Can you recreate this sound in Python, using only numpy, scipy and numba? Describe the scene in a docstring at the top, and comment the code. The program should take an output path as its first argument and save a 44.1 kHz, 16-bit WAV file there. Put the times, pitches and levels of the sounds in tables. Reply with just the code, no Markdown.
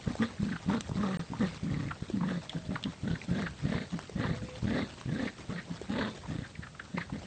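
"""Two dogs tug at a rubber toy on a lawn: short, low growls run over a hush of air and rustling grass.
From the start each growl opens as a muffled flutter and turns raspy; deep throbs break in, made of single flaps.
The toy soon snaps (cracks with a falling ring) and squelches (scratchy falling chirps) between their teeth.
The sound cuts out briefly after a second; a thin whine, a wavering sine, comes at 2.5 s and again at 4.3 s.
The rustle, made of crackling noise, sinks near the end and comes back."""
import sys
import numpy as np
from scipy import signal
from scipy.fft import rfft, irfft, next_fast_len
from scipy.io import wavfile
from scipy.ndimage import uniform_filter1d, map_coordinates
from numba import njit

SR = 44100
rng = np.random.default_rng(int(sys.argv[2]) if len(sys.argv) > 2 else 0)


def digitize_waveform(pressure):
    """Quantize a signal to 16-bit integers and store it at the path in sys.argv[1].

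    Rows of a 2-D input are taken as channels; values are limited to [-1, 1].
    """
    field = np.atleast_2d(pressure).T
    bounded = np.clip(field, -1, 1)
    quanta = np.round(bounded * 32767).astype(np.int16)
    wavfile.write(sys.argv[1], SR, quanta)


N = 320166

# One push of air each: start_s, length_s, start_pitch_hz, widest_pitch_hz (lips widest apart),
# hum_db (through closed jaws), rasp_db (through the lips, before a small trim),
# widest (share of the length, 0-1), mouth_hz (resonance halfway through), rough (0-1)
GROWLS = [(0.06, 0.047, 170.2, 220.8, -31, -41, 0.8, 1670, 0.69),
          (0.196, 0.028, 184.4, 235, -27, -41.5, 0.71, 1210, 0.34),
          (0.213, 0.028, 233.6, 261.5, -23.5, -28.5, 0.36, 1920, 0.25),
          (0.394, 0.15, 185.1, 204.7, -31, -51, 0.78, 1520, 0.45),
          (0.675, 0.1, 195.2, 228.3, -26.5, -34, 0.62, 1290, 0.34),
          (0.967, 0.24, 181, 203, -29.5, -36.5, 0.3, 1217, 0.19),
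          (1.307, 0.074, 180.1, 161.8, -39, -47.5, 0.65, 998, 0.83),
          (1.402, 0.057, 226.4, 215.9, -24.5, -32.5, 0.35, 1790, 0.19),
          (1.635, 0.26, 205.3, 171, -32.5, -45, 0.39, 1860, 0.67),
          (2.133, 0.068, 221, 204.7, -28.5, -48.5, 0.46, 881.5, 0.48),
          (2.21, 0.17, 180, 189.5, -30.5, -40, 0.51, 1700, 0.31),
          (2.548, 0.023, 184.6, 195, -29.5, -42.5, 0.97, 1500, 0.58),
          (2.699, 0.049, 170.6, 191.3, -31, -44, 0.36, 715, 0.47),
          (2.848, 0.034, 188.5, 199, -29, -42, 0.7, 894, 0.49),
          (3.038, 0.1, 170.2, 205.9, -31, -40.5, 0.51, 1394, 0.66),
          (3.282, 0.17, 170.4, 204.5, -31, -37.5, 0.69, 1623, 0.42),
          (3.624, 0.2, 154.4, 214.7, -33.5, -36.5, 0.64, 1864, 0.66),
          (3.924, 0.031, 170, 190.4, -29, -46.5, 0.65, 1228, 0.44),
          (4.154, 0.18, 189.9, 228.8, -33, -37, 0.3, 1890, 0.7),
          (4.417, 0.039, 190.3, 193.3, -36, -56, 0.4, 1423, 0.71),
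          (4.665, 0.17, 180, 239.9, -30.5, -32.5, 0.62, 1820, .6),
          (5.075, 0.2, 168, 232.2, -32, -36.5, 0.72, 1770, .65),
          (5.487, 0.1, 180, 195, -37.5, -43.5, 0.22, 1256, 0.44),
          (5.697, 0.027, 170, 190, -33.5, -54, 0.64, 720, 0.58),
          (5.89, 0.2, 175, 249.9, -33, -33.5, 0.48, 877.7, .55),
          (6.278, 0.16, 150.5, 165.5, -38, -47.5, 0.22, 1903, 0.88),
          (6.939, 0.05, 160.7, 215, -34, -41, 0.83, 1898, 0.62),
          (7.121, 0.047, 175, 230, -34, -44.5, 0.7, 1950, 0.55)]
# Heavy single flaps of the throat: time_s, peak_db
THROBS = [(0.078, -16), (0.4314, -16.5), (0.6646, -26.5), (0.8982, -24), (0.9188, -22.5), (0.9583, -22),
          (1.304, -28), (1.3992, -23), (1.6337, -22), (1.7232, -21.5), (1.8565, -25.5), (2.0255, -22),
          (2.6937, -22), (2.8797, -28.5), (3.0363, -24.5), (3.1129, -19.5), (3.1369, -21), (3.315, -16.5),
          (3.655, -16.5), (3.7534, -19), (4.1615, -20.5), (4.2004, -21), (4.2554, -19.5), (4.29, -23.5),
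          (4.314, -18.5), (4.6304, -21.5), (4.6457, -19), (4.655, -17.5), (5.0606, -24.5), (5.0915, -23),
          (5.1852, -40), (5.4957, -25), (6.3028, -23.5), (6.3327, -28), (6.392, -23.5), (6.5948, -28)]
# Waypoints of each whine: time_s, pitch_hz, level_db (before a gain)
WHINES = [
    [(2.48, 615, -62), (2.56, 666, -61), (2.63, 630, -60), (2.76, 605, -57)],
    [(4.32, 499, -55), (4.49, 507, -54.5), (4.58, 509, -55)],
]
# Teeth slipping on the wet toy: time_s, level_db (before a small trim), pitch_hz (mid-slip), half_width_s
SQUELCHES = [(0.491, -39.5, 1580, 0.0031), (0.527, -37, 1560, 0.0073), (0.563, -33, 1492, 0.003),
             (0.701, -29, 1056, .003), (0.738, -34, 1300, 0.0026), (1.743, -35.5, 2100, 0.0013),
             (1.913, -30, 1341, 0.0043), (2.2107, -36.5, 1143, 0.0029), (2.235, -32, 1070, 0.0031),
             (2.7581, -29, 1600, 0.0024), (3.157, -35, 1650, 0.0028), (3.468, -31.5, 1652, 0.0062),
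             (4.246, -35, 1114, 0.01), (5.279, -35, 1994, .0073), (5.587, -37, 1842, 0.01),
             (6.0126, -30, 1690, 0.0033), (6.447, -42.5, 1700, 0.0094), (6.635, -40, 1700, 0.0073),
             (6.799, -32, 1710, 0.0026), (6.978, -32, 2000, 0.0052), (7.014, -34.5, 1850, 0.0087)]
# Teeth snapping off the toy: time_s, level_db, ring_hz (mid-fall), ring_t60_s, crack_db (relative to the ring)
SNAPS = [(0.1542, -22.5, 610, 0.0098, -20), (0.808, -26.5, 2990, 0.0067, 0.5),
         (0.893, -27, 562.3, 0.0099, -15), (0.9142, -32.5, 945, 0.016, -15.5),
         (1.335, -28, 964, 0.029, -26), (2.1, -25.5, 350, 0.0321, -15.5), (2.495, -27.5, 3414, 0.027, -7.5),
         (2.763, -24.5, 1162, 0.014, -24), (2.828, -35, 3360, 0.01, -7.5),
         (2.8386, -25, 3250, 0.023, -10.5), (3.2156, -31.5, 2160, 0.024, -16),
         (3.422, -26.5, 1440, 0.0089, -12.5), (3.741, -29, 1081, 0.018, -18.5),
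         (3.991, -16.5, 1201, 0.0022, -18.5), (4.096, -28, 450, 0.016, -12.5),
         (5.013, -28, 1200, 0.0073, -12.5), (5.815, -26.5, 420, 0.025, -11),
         (6.9821, -23, 999.5, 0.017, -21.5)]
# Loudness of the grass over time: time_s, rustle_db (before a trim)
GRASS = [(0, -43), (.85, -47), (1.5, -43.5), (1.7, -49.5), (2.55, -47.5), (3, -48.5), (3.5, -47),
         (6.25, -46), (6.6, -57.5), (7.26, -48)]
# How far the lips are drawn back: time_s, share (0-1)
LIPS = [(1.3, 0.58), (3.0, 0.8)]

# Tone colours, all with the columns: frequency_hz, gain_db (relative)
# the throat with slack lips, with lips drawn back, and the chest heard through closed jaws
SLACK_THROAT = [(220, -16.5), (450, 16.5), (600, -4.5), (740, 15), (1020, 8.5), (1220, 14.5), (1500, 1),
                (2100, -6.5), (2400, -32), (3600, -21.5), (5200, -11), (8500, -19.5)]
DRAWN_THROAT = [(250, 4.5), (400, 9.5), (560, 7.5), (900, -2), (1060, -19.5), (1500, -5), (1900, -3),
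                (2350, -12.5), (2950, -15), (3700, -10), (4350, -22.5), (5200, -32.5), (8500, -45.5)]
CHEST = [(40, -20.5), (110, 1.5), (170, -9), (290, 2), (380, -23.5), (800, -62.5)]
# the gap between teeth and toy, blades of grass, paws on turf, outdoor air
TEETH_GAP = [(2900, -25), (3400, 0), (4500, 0), (5200, -20)]
BLADES = [(400, 13), (1200, 6.5), (4000, 2.5), (5500, -2), (8500, -7.5)]
TURF = [(25, -32), (62, -3.0), (130, -5.0), (300, -23.5), (1500, -62.5)]
AIR = [(22, -30), (65, -1), (190, 3), (370, -15), (1800, -19.5), (3600, -20), (8500, -24)]

# The brief cut in the sound: start_s, end_s
SILENCE = (1.173, 1.194)

# how a growl rises and dies away
ATTACK_S, RELEASE_S = .013, .05  # time per 20 dB
HUM_SAG_DB = 5.5  # the hum sinks this much over a growl as the air runs out
SHUDDER_HZ, SHUDDER_DB = 31, 4.2  # typical rate; depth at roughness 1
# how the lips, jaw and pitch move in a growl
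SHUT_START_DB, SHUT_END_DB = 12, 6  # the rasp is this much weaker at the start and at the end
LIPS_CLOSE_S = 0.24  # after a growl the lips shut off another 20 dB of rasp in this time
JAW_OCTAVES = 0.23  # the mouth resonance climbs this much as the jaw opens
FALL_OCTAVES = .22  # pitch sinks this much as the lips close again
# a faint grumble goes on between growls
IDLE_HZ, IDLE_HUM_DB, IDLE_RASP_DB = 169.24, -51, -62.5
IDLE_MOUTH_HZ, IDLE_ROUGH = 1290, .8
HISS_LAG_S, HISS_HZ = 0.028, 3767  # delay after the rasp; average resonance
STALL_S = .005  # the hum stalls about this long on each side of a heavy flap
SQUELCH_SWELL_S = .025  # time from the start of a squelch to its middle
TOP_HZ = 8650  # nothing sounds from here up


def growls(jitter=.025, rough_jitter=.19, threshold_db=-48, rasp_gain_db=-1.18, rattle_db=-9.0, hiss_db=-14.5):
    """Loose vocal folds flap: hum leaves the closed jaws; overtones, wet rasp and late hiss leave the lips."""
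    hum_db, rasp_db, pitch_hz, mouth_hz, rough = effort()
    t = np.arange(N) / SR
    # the rougher the growl, the more unevenly the folds flap
    uneven_hz = pitch_hz * (1 + (jitter + rough_jitter * rough) * wobble(140))
    cycles = np.cumsum(uneven_hz) / SR
    closures = np.diff(np.floor(cycles), prepend=0)  # one click per cycle

    # the folds shut hard on about half of the cycles, and the chest rings on each such flap
    flaps = coloured(closures * (rng.random(N) < .5), CHEST)
    steady = .9 - .6 * rough
    tone = steady * unit(np.sin(2 * np.pi * cycles)) + (1 - steady) * flaps
    flutter = amp((1 + 2 * rough) * wobble(80))
    hum = sustained(flutter * tone)
    # below a threshold of pressure the folds stop, so growls start and end abruptly
    flapping = .5 + .5 * np.tanh((hum_db - threshold_db) / 4)
    hum *= flapping
    for s, _ in THROBS:
        near = np.abs(t - s) < 10 * STALL_S
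        hum[near] *= 1 - np.exp(-((t[near] - s) / STALL_S) ** 2)

    # closures of uneven strength carry the overtones; each also spits a short puff through saliva
    pulses = closures * amp((2 + 4 * rough) * wobble(200))
    decay = np.exp(-1 / (.0013 * SR))  # a puff fades in about 1.3 ms
    spit = unit(signal.lfilter([1], [1, -decay], pulses))
    puffs = unit(rng.standard_normal(N) * (flapping * spit + .5))

    def voiced(hz):
        """Share of power from pulses: high at low frequencies, while puffs take over higher up."""
        return .8 / (1 + (hz / 1500) ** 4)

    source = filtered(unit(pulses - pulses.mean()), lambda hz: np.sqrt(voiced(hz)))
    source += filtered(puffs, lambda hz: np.sqrt(1 - voiced(hz)))
    source = patchy(source, depth_db=2.5)

    # the lips draw back as the tug gets harder
    lips = np.clip(curves(LIPS)[0], 0, 1)
    slack = coloured(source, SLACK_THROAT)
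    drawn = coloured(source, DRAWN_THROAT)
    rasp = sustained((1 - lips) * slack + lips * drawn)
    rasp += flapping * amp(rattle_db) * rattle(closures, mouth_hz)
    late_rasp_db = np.interp(t - HISS_LAG_S, t, rasp_db)
    hiss = lips * amp(late_rasp_db + hiss_db) * teeth()
    return amp(hum_db) * hum + amp(rasp_db + rasp_gain_db) * rasp + hiss


def effort():
    """Hum, rasp, pitch, mouth and roughness: each growl starts as a hum, opens into a rasp and dies away."""
    t = np.arange(N) / SR
    hum, rasp = np.full(N, amp(IDLE_HUM_DB) ** 2), np.full(N, amp(IDLE_RASP_DB) ** 2)
    # overlapping growls blend in proportion to their hum power
    pitch, mouth, roughness = IDLE_HZ * hum, IDLE_MOUTH_HZ * hum, IDLE_ROUGH * hum
    for start, length, start_hz, wide_hz, hum_db, rasp_db, widest, mouth_hz, rough in GROWLS:
        near = (t > start - .05) & (t < start + length + .2)
        age = t[near] - start
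        after = np.maximum(age - length, 0)
        edges_db = -20 * (np.maximum(1 / 2 - age / ATTACK_S, 0) + after / RELEASE_S)
        # a rough throat shudders in and out
        shudder_hz = SHUDDER_HZ * rng.uniform(.85, 1.15)
        shudder = np.cos(2 * np.pi * shudder_hz * (age - ATTACK_S))
        pressure_db = edges_db + SHUDDER_DB * rough * shudder
        progress = np.clip(age / length, 0, 1)
        stages = [0, np.clip(widest, 0, 1), 1]
        lips_db = -np.interp(progress, stages, [SHUT_START_DB, 0, SHUT_END_DB])
        lips_db -= 20 * after / LIPS_CLOSE_S
        pitch_hz = np.interp(progress, stages, [start_hz, wide_hz, wide_hz * 2 ** -FALL_OCTAVES])
        power = amp(hum_db + pressure_db - HUM_SAG_DB * progress) ** 2
        hum[near] += power
        rasp[near] += amp(rasp_db + pressure_db + lips_db) ** 2
        pitch[near] += power * pitch_hz
        mouth[near] += power * mouth_hz * 2 ** (JAW_OCTAVES * (progress - 1 / 2))
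        roughness[near] += power * rough
    levels_db = 10 * np.log10(hum), 10 * np.log10(rasp)
    return *levels_db, pitch / hum, mouth / hum, np.clip(roughness / hum, 0, 1)


def rattle(closures, mouth_hz, uneven_db=11.0, drift_octaves=0.083, damping=0.029):
    """Flaps of very uneven strength ring the mouth, whose resonance shifts as the jaws work the toy."""
    knocks = closures * amp(uneven_db * wobble(260)) + .01 * rng.standard_normal(N)
    step = 2 * np.pi * mouth_hz * 2 ** (drift_octaves * wobble(45)) / SR
    ringing = resonate(knocks, step, damping)
    return sustained(unit(resonate(ringing, step, 0.44)))


def teeth(drift_octaves=0.067, damping=0.26):
    """Air rushes through the gap between teeth and toy, which resonates and shifts with the grip."""
    step = 2 * np.pi * HISS_HZ * 2 ** (drift_octaves * wobble(12)) / SR
    air = coloured(rng.standard_normal(N), TEETH_GAP)
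    return unit(resonate(air, step, damping))


def throbs(ring_hz=140, width_s=0.0023, slap_db=-19):
    """A heavy flap: one pointed push of the chest, with a slap that sounds through the mouth."""
    out, slaps = np.zeros(N), np.zeros(N)
    t = np.arange(-SR // 50, SR // 50) / SR
    push = np.exp(-np.abs(t) / width_s) * np.cos(2 * np.pi * ring_hz * t)
    for s, db in THROBS:
        add(out, s + t[0], amp(db) * push)
        slaps[round(s * SR)] = amp(db + slap_db)
    through_mouth = coloured(slaps, DRAWN_THROAT)
    # scale so that the loudest slap keeps its peak
    return out + through_mouth * slaps.max() / np.abs(through_mouth).max()


def toy(gain_db=-0.5, smack_db=-50, smack_width_s=0.0029, count=44):
    """Loud slips of the toy, and many small wet smacks as the jaws shift their grip."""
    out = np.zeros(N)
    for s, db, hz, width_s in SQUELCHES:
        add(out, s - SQUELCH_SWELL_S, squelch(db + gain_db, hz, width_s))
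    for when, size, pitch in rng.random((count, 3)):
        hz = 800 * 2 ** (pitch * 1.4)
        add(out, when * N / SR, squelch(smack_db + 10 * size ** 2, hz, smack_width_s))
    return out


def squelch(db, hz, width_s, fall=0.083, scratch_hz=280, tail_db=-17, tail_t60_s=0.16):
    """Wet rubber slips off a tooth: a scratchy chirp that swells and falls in pitch."""
    t = np.arange(SR // 8) / SR - SQUELCH_SWELL_S
    grip = unit(uniform_filter1d(rng.standard_normal(len(t)), size=24))
    pitch_hz = hz * (1 - fall * np.tanh(t / width_s)) + scratch_hz * grip
    phase = 2 * np.pi * np.cumsum(pitch_hz) / SR
    slip = 1 / np.cosh(t / width_s * np.where(t < 0, 1.5, 1))  # it lets go faster than it settles
    tail = amp(tail_db - 60 * np.abs(t) / tail_t60_s) * (t > 0)
    return amp(db) * (slip + tail) * (np.sin(phase) + amp(-14.0) * np.sin(2 * phase))


def snaps(rise_s=.0001, fall=.14, fall_s=0.0022, scratch=0.11, crack_t60_s=0.014):
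    """A tooth lets go of the taut toy: a crack and a scratchy ring that drops as the rubber slackens."""
    out, t = np.zeros(N), np.arange(SR // 20) / SR
    for s, db, hz, t60_s, crack_db in SNAPS:
        grip = unit(uniform_filter1d(rng.standard_normal(len(t)), size=12))
        pitch_hz = hz * (1 + fall * (np.exp(-t / fall_s) - 1 / 2) + scratch * grip)
        ring = np.sin(2 * np.pi * np.cumsum(pitch_hz) / SR) * amp(-60 * t / t60_s)
        crack = amp(crack_db - 60 * t / crack_t60_s) * rng.standard_normal(len(t))
        onset = 1 - np.exp(-t / rise_s)
        add(out, s, amp(db) * onset * (ring + crack))
    return out


def whines(waver=0.004, flicker_db=2, fade_s=0.03, gain_db=2):
    """A thin, nearly pure whine through the nose."""
    out, t = np.zeros(N), np.arange(N) / SR
    for rows in WHINES:
        hz, db = curves(rows)
        inside_s = np.minimum(t - rows[0][0], rows[-1][0] - t)  # distance from the nearer end
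        gate = np.clip(inside_s / fade_s + .5, 0, 1)
        level = amp(db + gain_db + flicker_db * wobble(26))
        cycles = np.cumsum(hz * (1 + waver * wobble(43))) / SR
        out += gate * level * unit(np.sin(2 * np.pi * cycles))
    return out


def lawn(grain_db=2.5, rustle_db=-4.0, air_db=-53, scuff_db=-52):
    """Blades of grass crackle under the dogs, paws scuff the turf, and the outdoor air hushes."""
    crackle = amp(grain_db * wobble(500) + 2.5 * wobble(30))
    grains = patchy(rng.standard_normal(N) * crackle, depth_db=3.5)
    rustle = amp(curves(GRASS)[0] + rustle_db) * coloured(grains, BLADES)
    turf = coloured(rng.standard_normal(N), TURF)
    scuffs = amp(scuff_db + 5.6 * wobble(12)) * turf
    air = amp(air_db) * coloured(rng.standard_normal(N), AIR)
    return rustle + scuffs + air


def yard(x, t60_s=0.14, wet_db=-16):
    """The garden walls answer faintly: x plus a fading noise echo."""
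    t = np.arange(SR // 3) / SR
    tail = rng.standard_normal(len(t)) * amp(-60 * t / t60_s) * (t > .008)
    echo = signal.fftconvolve(x, tail / np.linalg.norm(tail))[:N]
    return x + amp(wet_db) * echo


def amp(db):
    """Decibels to gain."""
    return 10 ** (np.asarray(db) / 20)


def unit(x):
    """Scale to rms (average strength) 1."""
    return x / np.sqrt(np.mean(x ** 2) + 1e-20)


def sustained(x):
    """x with its loudness held even over some 40 ms; faster roughness stays."""
    return x / np.sqrt(np.abs(uniform_filter1d(x ** 2, size=SR // 25)) + 1e-6)


def curves(rows):
    """One value per sample for each column after the time."""
    s, *cols = np.transpose(rows)
    return [np.interp(np.arange(N) / SR, s, c) for c in cols]


def wobble(rate):
    """A smooth random curve with its extremes tamed, rate knots a second."""
    knots = rng.standard_normal(N // 10)
    return unit(np.tanh(map_coordinates(knots, [np.arange(N) * rate / SR], mode="wrap")))


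def patchy(x, depth_db):
    """Narrow bands of x flare and sink for a hundredth of a second or two."""
    z = signal.stft(x, nperseg=512)[2]
    field = uniform_filter1d(rng.standard_normal(z.shape), size=6, axis=0)
    field = uniform_filter1d(field, size=3, axis=1)
    gain = amp(depth_db * unit(np.tanh(unit(field) / 2)))
    return unit(signal.istft(z * gain, nperseg=512)[1][:N])


def filtered(x, response):
    """x times a response of frequency."""
    size = next_fast_len(N + SR // 2)
    return irfft(rfft(x, size) * response(np.fft.rfftfreq(size, 1 / SR)), size)[:N]


def coloured(x, points):
    """x through a filter of the given (frequency_hz, gain_db) shape that never rings early, at rms 1."""
    size = 4096
    hz, db = np.transpose(points)
    gain = amp(np.interp(np.log(np.fft.rfftfreq(size, 1 / SR) + 1), np.log(hz), db))
    # folding the cepstrum (spectrum of the log gain) puts the response after time zero
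    cepstrum = irfft(np.log(gain))[:size // 2]
    cepstrum[1:] *= 2
    impulse = irfft(np.exp(rfft(cepstrum, size)))
    return unit(signal.fftconvolve(x, impulse)[:N])


@njit
def resonate(x, step, damping):
    """x through one resonance whose centre (step, radians a sample) moves."""
    out = np.zeros(len(x))
    low = band = 0.0
    for i in range(len(x)):
        low += step[i] * band
        band += step[i] * (x[i] - low - damping * band)
        out[i] = band
    return out


def add(track, s, sound):
    """Mix a short sound in at time s."""
    part = track[max(round(s * SR), 0):][:len(sound)]
    part += sound[:len(part)]


def scene():
    """The dogs and their toy, echoed by the yard, over the sounds of the lawn."""
    dogs = growls() + throbs() + toy() + snaps() + whines()
    return (yard(dogs) + lawn())[None]


def record(dry, low_cut_hz=48):
    """The deepest bass is thinned, the sound cuts out for an instant, and the top of the treble is removed."""
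    t = np.arange(N) / SR
    live = (t < SILENCE[0]) | (t > SILENCE[1])
    heard = filtered(dry[0], lambda hz: hz ** 2 / np.hypot(hz ** 2, low_cut_hz ** 2))
    return filtered(heard * live, lambda hz: hz < TOP_HZ)[None]


dry = scene()
out = record(dry)
digitize_waveform(out)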